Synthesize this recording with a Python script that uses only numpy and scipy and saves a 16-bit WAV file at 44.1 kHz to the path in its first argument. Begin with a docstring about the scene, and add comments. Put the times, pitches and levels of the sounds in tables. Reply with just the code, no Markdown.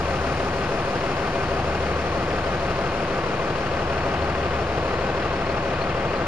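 """Ship diesel idling at a quay

A six-cylinder diesel runs on the left. Its repeating cycle makes a stack of tones ("orders": whole
multiples of the cycle rate) over a pulsing exhaust roar, firing knocks and clacking valve gear.
A generator hums just below order 12, so the low throb swells and fades. Something chatters and
squeaks faintly, a gear whines, and a wash of noise with a bright hiss widens the stereo picture."""
import sys
import numpy as np
from scipy import signal
from scipy.fft import rfft, irfft, next_fast_len
from scipy.io import wavfile
from scipy.ndimage import map_coordinates

SR = 44100
rng = np.random.default_rng(int(sys.argv[2]) if len(sys.argv) > 2 else 0)


def to_wav(sig):
    """Store sig (one row per channel, or 1-D mono) as 16-bit WAV at the path in sys.argv[1].

    Samples outside -1..1 are clipped; the rate is SR.
    """
    pcm = np.clip(np.atleast_2d(sig), -1, 1) * 32767
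    pcm = np.round(pcm).astype(np.int16)
    wavfile.write(sys.argv[1], SR, pcm.T)  # frames by channels


N = 276507

RPM = 753.6
CYCLE_HZ = RPM / 120  # one engine cycle is two turns of the shaft
CYCLE_SAMPLES = 8192  # points in one cycle's waveform
FIRST_FIRING = .02  # cycles
# How hard each cylinder fires, in firing order: (level [dB])
CYLINDER_DB = [2.3, 0.71, 1.8, 1.8, 2, 1.5]
# How sound carries across the water: (time [s], level [dB], treble tilt [dB per octave])
OVER_WATER = [(0.0, 0, -3.5), (6.27, 0.5, -7)]


def amp(db):
    """Turn decibels into a gain."""
    return 10 ** (np.asarray(db) / 20)


def at_pitch(rows, hz, column=1):
    """Read a table between its rows, on a log frequency scale."""
    table = np.transpose(rows)
    return np.interp(np.log(hz + 1), np.log(table[0] + 1), table[column])


def over_time(rows, column=1):
    """Read a table between its rows, giving one value a sample."""
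    table = np.transpose(rows)
    return np.interp(np.arange(N) / SR, table[0], table[column])


def wobble(rate):
    """A smooth curve through `rate` random values a second."""
    return map_coordinates(rng.standard_normal(int(N * rate / SR) + 4), [np.arange(N) * rate / SR])


def filtered(sound, response):
    """Filter a sound; response(hz) gives the gain and phase at each frequency."""
    size = next_fast_len(N + SR // 2)
    return irfft(rfft(sound, size) * response(np.fft.rfftfreq(size, 1 / SR)), size)[..., :N]


def noise_gain(spectrum, hz):
    """The gain that gives white noise the levels in a spectrum table."""
    return amp(at_pitch(spectrum, hz)) * np.sqrt(SR / 2)


def shaft_cycles():
    """Engine cycles done at each sample; the speed governor hunts, so the pace wanders."""
    # The shaft's lead over a steady one: (time [s], angle [degrees])
    lead = [(0.0, -13.05), (0.37, -6.32), (0.74, -4.91), (1.11, -3.73), (1.48, -0.29), (1.84, 2.41),
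            (2.21, 7.71), (2.58, 4.97), (2.95, 2.13), (3.32, 2.49), (3.69, 1.86), (4.06, -1.2), (4.43, 4.5),
            (4.79, 8.67), (5.16, 4.98), (5.53, -0.19), (5.9, -10.26), (6.27, -16.82)]
    return CYCLE_HZ * np.arange(N) / SR + over_time(lead) / 720


def firing_bumps(cycles, first, levels_db, sharpness):
    """Six smooth bumps a cycle, one for each firing."""
    gap = (cycles[:, None] - first - np.arange(6) / 6 + .5) % 1 - .5
    return np.exp(-(gap * sharpness) ** 2) @ amp(levels_db)


def casing(hz):
    """The engine's casing rings, lifting some pitches and dulling others."""
    # Its peaks and dips: (centre [Hz], width [Hz], lift [dB])
    resonances = [(236, 15, -3.5), (486, 17, 2), (536, 71, 0.5), (670, 45, 1.5), (773, 10, -1.5),
                  (813, 37, 3), (881, 5.3, -1.5), (1003, 47, -2.5), (1057, 46, 3.5), (1108, 36, 2.5),
                  (1214, 87, 4.5), (1350, 67, 3), (1430, 15, -1.5), (1500, 18, 3), (1534, 28, 6),
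                  (2330, 75, -3.5), (2430, 74, 4), (2552, 44, 5), (2560, 25, -6), (2650, 43, 0.5),
                  (4250, 150, 1.5)]
    return amp(sum(db / (1 + (2 * (hz - centre) / width) ** 2) for centre, width, db in resonances))


def pulsing_noise(response, pulse, depth):
    """Noise that swells with each firing and loses treble across the water."""
    # How far each band swells, before scaling by depth: (frequency [Hz], swing [dB])
    swing = [(200, 1), (600, 5.5), (1400, 1.5), (3000, 0), (6000, 1.5)]
    hz, t, bands = signal.stft(rng.standard_normal(N), SR, nperseg=128)
    at = np.minimum((t * SR).astype(int), N - 1)
    treble_octaves = np.clip(np.log2((hz + 1) / 2500), 0, 2)
    swell_db = depth * np.outer(at_pitch(swing, hz), pulse[at])
    treble_db = np.outer(treble_octaves, over_time(OVER_WATER, column=2)[at])
    noise = signal.istft(bands * amp(swell_db + treble_db), SR, nperseg=128)[1][:N]
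    return amp(over_time(OVER_WATER)) * filtered(noise, response)


def stereo_hiss(pulse):
    """A wide, out-of-phase wash with a bright hiss on top, pulsing slightly with the engine."""
    # Tone colour of the wash: (frequency [Hz], level [dB per Hz])
    spectrum = [(20, -86), (70, -80.5), (200, -89.5), (450, -82.5), (700, -72), (900, -68.5), (1400, -71),
                (2200, -77.3), (2600, -77.3), (3600, -79.3), (4200, -82), (5800, -84), (7200, -82),
                (8500, -78.5), (10000, -79), (11500, -88), (12100, -112)]
    return pulsing_noise(lambda hz: noise_gain(spectrum, hz), pulse, depth=.3)


def squeaks():
    """Short rough whistles that glide up and flutter as something sticks and slips."""
    # The clearer squeaks: (time [s], level [dB], length [s], starting pitch [Hz])
    clear = [(2.175, -46, .025, 4150), (4.005, -44, .03, 4050), (4.208, -40, .03, 4050),
             (4.45, -47, .03, 4080), (4.89, -47.5, .17, 4050), (5.31, -46, .04, 4120),
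             (5.435, -45, .04, 4100), (5.487, -43, .022, 4150), (5.645, -45, .03, 4130),
             (5.806, -37, .03, 4170), (6.157, -39, .024, 4000)]
    glide_hz, flutter_hz, chatter_per_s = 260, 33, 16
    chance = rng.random((int(chatter_per_s * N / SR), 3))
    chatter = [((k + late) / chatter_per_s, -50.5 - 4 * softer, .023, 3980 + 76 * higher)
               for k, (late, softer, higher) in enumerate(chance)]
    out = np.zeros(N + SR)
    for start, db, length, hz in clear + chatter:
        t = np.arange(int(length * SR)) / SR
        pitch = hz + glide_hz * t / length
        roughness = rng.normal(0, 0.1, len(t))
        tone = np.sin(np.cumsum(2 * np.pi * pitch / SR + roughness))
        flutter = 1 + 0.43 * np.cos(2 * np.pi * flutter_hz * (t - length * .8))
        out[int(start * SR):][:len(t)] += amp(db) * np.hanning(len(t)) * flutter * tone
    return out[:N]


def gear_whine(hz=2133, level_db=-53.5, waver_hz=3):
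    """A gear's thin tone, whose pitch wavers quickly."""
    pitch = hz + waver_hz * wobble(8.7)
    return np.sqrt(2) * amp(level_db) * np.sin(2 * np.pi * np.cumsum(pitch) / SR)


def generator_hum(cycles, hz=74.975, level_db=-40.3, in_step_s=1.9):
    """A steady hum that slides in and out of step with the engine's order 12."""
    phase = 12 * cycles[int(in_step_s * SR)] + hz * (np.arange(N) / SR - in_step_s)
    return np.sqrt(2) * amp(level_db) * np.cos(2 * np.pi * phase)


def valve_clacks(cycles, scatter_db=2, jitter_s=.001):
    """Loose valve gear strikes metal at set moments of each cycle, never twice alike."""
    # The strikes: (moment [cycles], average level [dB])
    strikes = [(.025, -34), (.365, -33), (.86, -35.5)]
    # The metal's ringing tones: (pitch [Hz], level [dB], time to fade by 60 dB [s])
    tones = [(1130, -2, .05), (1240, 0, .05), (1400, -1, .04), (1560, -2, .035), (1780, -4, .03),
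             (2560, -7, .03)]
    hz, db, fade_s = np.transpose(tones)[:, :, None]
    out, t = np.zeros(N + SR), np.arange(SR // 10) / SR
    attack = 1 - np.exp(-t / .003)
    for moment, level_db in strikes:
        for at in np.interp(np.arange(int(cycles[-1])) + moment, cycles, np.arange(N)):
            detune, phase, louder = rng.standard_normal((3, len(hz), 1))
            fade = amp(db + 2 * louder - 60 * t / fade_s)
            ring = fade * np.sin(2 * np.pi * (hz * (1 + .03 * detune) * t + phase))
            late, strength = rng.standard_normal(2)
            clack = amp(level_db + scatter_db * strength) * ring.sum(0) * attack
            out[max(int(at + jitter_s * SR * late), 0):][:len(t)] += clack
    return out[:N]


def firing_knocks(cycles, jitter_s=.0004, scatter_db=1.5, fade_s=.2):
    """Each cylinder rings block and hull in its own way, varying a little in timing and force."""
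    # Tone colour of the knocks: (frequency [Hz], level [dB per Hz])
    spectrum = [(900, -100), (1200, -72), (1500, -68), (1800, -70), (2100, -79.5), (2600, -71.5),
                (3500, -84), (4300, -83.5), (6000, -98.5), (7800, -110), (8100, -140)]
    head_start = .05  # cycles by which the ringing starts before the firing peaks
    t = np.arange(SR // 2) / SR
    rings = rng.standard_normal((6, len(t))) * amp(-60 * t / fade_s) * (1 - np.exp(-t / .0015))
    cycle = np.arange(-1, cycles[-1])
    late, strength = rng.standard_normal((2, 6, len(cycle)))
    due = cycle + FIRST_FIRING - head_start + np.arange(6)[:, None] / 6
    at = np.interp(due, cycles, np.arange(N), left=-SR) + jitter_s * SR * late
    hits = np.zeros((6, N + SR))
    for k in range(6):
        heard = at[k] >= 0
        hits[k, at[k, heard].astype(int)] = amp(CYLINDER_DB[k] + scatter_db * strength[k, heard])
    block = signal.fftconvolve(hits, rings, axes=1)[:, :N].sum(0)
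    knocks = filtered(block / block.std(), lambda hz: noise_gain(spectrum, hz) * casing(hz))
    return amp(over_time(OVER_WATER)) * knocks


def exhaust_roar(pulse):
    """Exhaust noise that surges with each firing, coloured by the casing."""
    # Tone colour of the roar: (frequency [Hz], level [dB per Hz])
    spectrum = [(20, -66), (45, -60), (75, -60.5), (120, -60.5), (230, -62.5), (400, -63), (560, -61.5),
                (680, -62), (800, -66.5), (950, -66.5), (1300, -70.5), (2050, -70), (3600, -78),
                (5000, -76), (6600, -83.5), (7500, -86), (8050, -103), (8150, -140)]
    return pulsing_noise(lambda hz: noise_gain(spectrum, hz) * casing(hz), pulse, depth=.8)


def chug_phases(sizes, passes):
    """Line up the orders so that each band chugs six times a cycle, sweeping upward."""
    # How each band chugs: (from [Hz], to [Hz], delay [cycles], six firing levels [dB])
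    chugs = [(85, 300, .065, [6, 1, 2, -4, 3, -3]), (300, 450, -.015, [2, 1, -1, 2, 0, 1]),
             (450, 610, .015, [0, 0, 5, 3, 1, 2]), (610, 760, .045, [1, 0, -1, 5, -4, 4]),
             (760, 1000, .02, [2, 1, 0, -1, 0, 1]), (1000, 1350, .02, [2, 1, 4, -1, 0, 3]),
             (1350, 3000, 0, [1, 1, 0, 0, 0, 1])]
    sweep = .04  # cycles by which the top of a band trails its bottom
    hz = np.arange(len(sizes)) * CYCLE_HZ
    one_cycle = np.arange(CYCLE_SAMPLES) / CYCLE_SAMPLES
    phases = 2 * np.pi * rng.random(len(sizes))
    for low, high, delay, levels_db in chugs:
        swell = firing_bumps(one_cycle, FIRST_FIRING + delay, levels_db, sharpness=12.5)
        band = (hz >= low) & (hz < high)
        for _ in range(passes):  # each pass pulls the band's loudness closer to the swell
            wave = np.fft.ifft(sizes * band * np.exp(1j * phases), CYCLE_SAMPLES)
            shaped = swell * np.exp(1j * np.angle(wave))
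            phases[band] = np.angle(np.fft.fft(shaped))[:len(sizes)][band]
        rise = (hz - (low + high) / 2) / (high - low)
        phases[band] -= (np.pi * sweep * rise ** 2 * band.sum())[band]
    return phases


def engine_throb(cycles, unsteadiness=.15, tremble_cycles=.0009):
    """The stack of orders: one cycle's waveform, played over and over by the trembling shaft."""
    # The orders that stand out: (order [multiple of the cycle rate], level [dB])
    strong = [(6, -50), (9, -53), (12, -36.8), (15, -46), (16, -45.3), (21, -42.3), (24, -39.6), (29, -45),
              (30, -44.2), (33, -47.2), (42, -45.1), (52, -45), (56, -45.3), (58, -45.3), (62, -41.3),
              (63, -44.2), (64, -46), (69, -47.2), (70, -45.2), (75, -47), (76, -46.7), (78, -42.6),
              (84, -40), (88, -43.3), (89, -48), (90, -47), (91, -45.2), (96, -48), (108, -40.3),
              (111, -45.8), (115, -44.6), (117, -48), (129, -47), (152, -51), (169, -51), (178, -47)]
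    # The crowd of weak orders between them: (frequency [Hz], average level [dB])
    weak = [(30, -70), (63, -58), (120, -54.5), (200, -58), (280, -54.5), (470, -54), (660, -54),
            (850, -58), (1050, -59), (1210, -57.5), (1400, -61), (1850, -65), (2400, -68.5), (3000, -90)]
    order = np.arange(CYCLE_SAMPLES // 2 + 1)
    hz = order * CYCLE_HZ
    scatter = np.sqrt(rng.gamma(1.6, 1 / 1.6, len(order)))
    sizes = amp(at_pitch(weak, hz)) * casing(hz) * scatter
    sizes[(order % 3 == 0) & (hz < 1164)] *= amp(4.5)  # every third order rises above the crowd
    sizes[[int(k) for k, _ in strong]] = amp([db for _, db in strong])
    phases = np.array([chug_phases(sizes, passes) for passes in (15, 1, 1)])
    phases[0, 12] = 0  # lets the generator fall in step at its set time
    # Two more waveforms drift in and out, making high orders less steady.
    drift = sizes * unsteadiness * np.minimum(order / 60, 1)
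    spectra = np.array([sizes, drift, drift]) * np.exp(1j * phases)
    shapes = irfft(spectra, CYCLE_SAMPLES) * CYCLE_SAMPLES / np.sqrt(2)
    place = (cycles + tremble_cycles * wobble(5)) * CYCLE_SAMPLES
    steady, drift_a, drift_b = [np.interp(place, np.arange(CYCLE_SAMPLES), shape, period=CYCLE_SAMPLES)
                                for shape in shapes]
    return steady + drift_a * wobble(2.194) + drift_b * wobble(3.12)


def scene():
    """A forward and a sideways microphone, added for left and subtracted for right."""
    # What the sideways one picks up of the ship: (frequency [Hz], level [dB], phase [radians])
    pickup = [(50, -22.5, -.1), (100, -23, 0), (300, -21.5, -.1), (520, -16.5, -.1), (690, -11, -.2),
              (880, -7, -.8), (1100, -7.4, -1.35), (1800, -8, -1.05), (2200, -7.6, -.75), (2600, -5, -.5),
              (3100, -5, -.05), (3900, -5, -.4), (4600, -3.7, .1), (5800, -2, .45), (7200, -4, 1.2),
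              (7800, -4, 1.9)]
    cycles = shaft_cycles()
    bumps = firing_bumps(cycles, FIRST_FIRING, CYLINDER_DB, sharpness=8.6)
    pulse = (bumps - bumps.mean()) / bumps.std() * amp(0.86 * wobble(22))
    engine = engine_throb(cycles) + firing_knocks(cycles) + valve_clacks(cycles)
    ship = engine + exhaust_roar(pulse) + generator_hum(cycles) + gear_whine() + squeaks()
    front = filtered(ship, lambda hz: hz < 8086)
    side = filtered(front, lambda hz: amp(at_pitch(pickup, hz)) * np.exp(1j * at_pitch(pickup, hz, 2)))
    side += stereo_hiss(pulse)
    return np.array([front + side, front - side])


def record(dry):
    """The camera drops the highest treble, and its signal rests slightly off zero."""
    top_hz, offset = 12200, 0.016
    return filtered(dry, lambda hz: hz < top_hz) + offset


dry = scene()
out = record(dry)
to_wav(out)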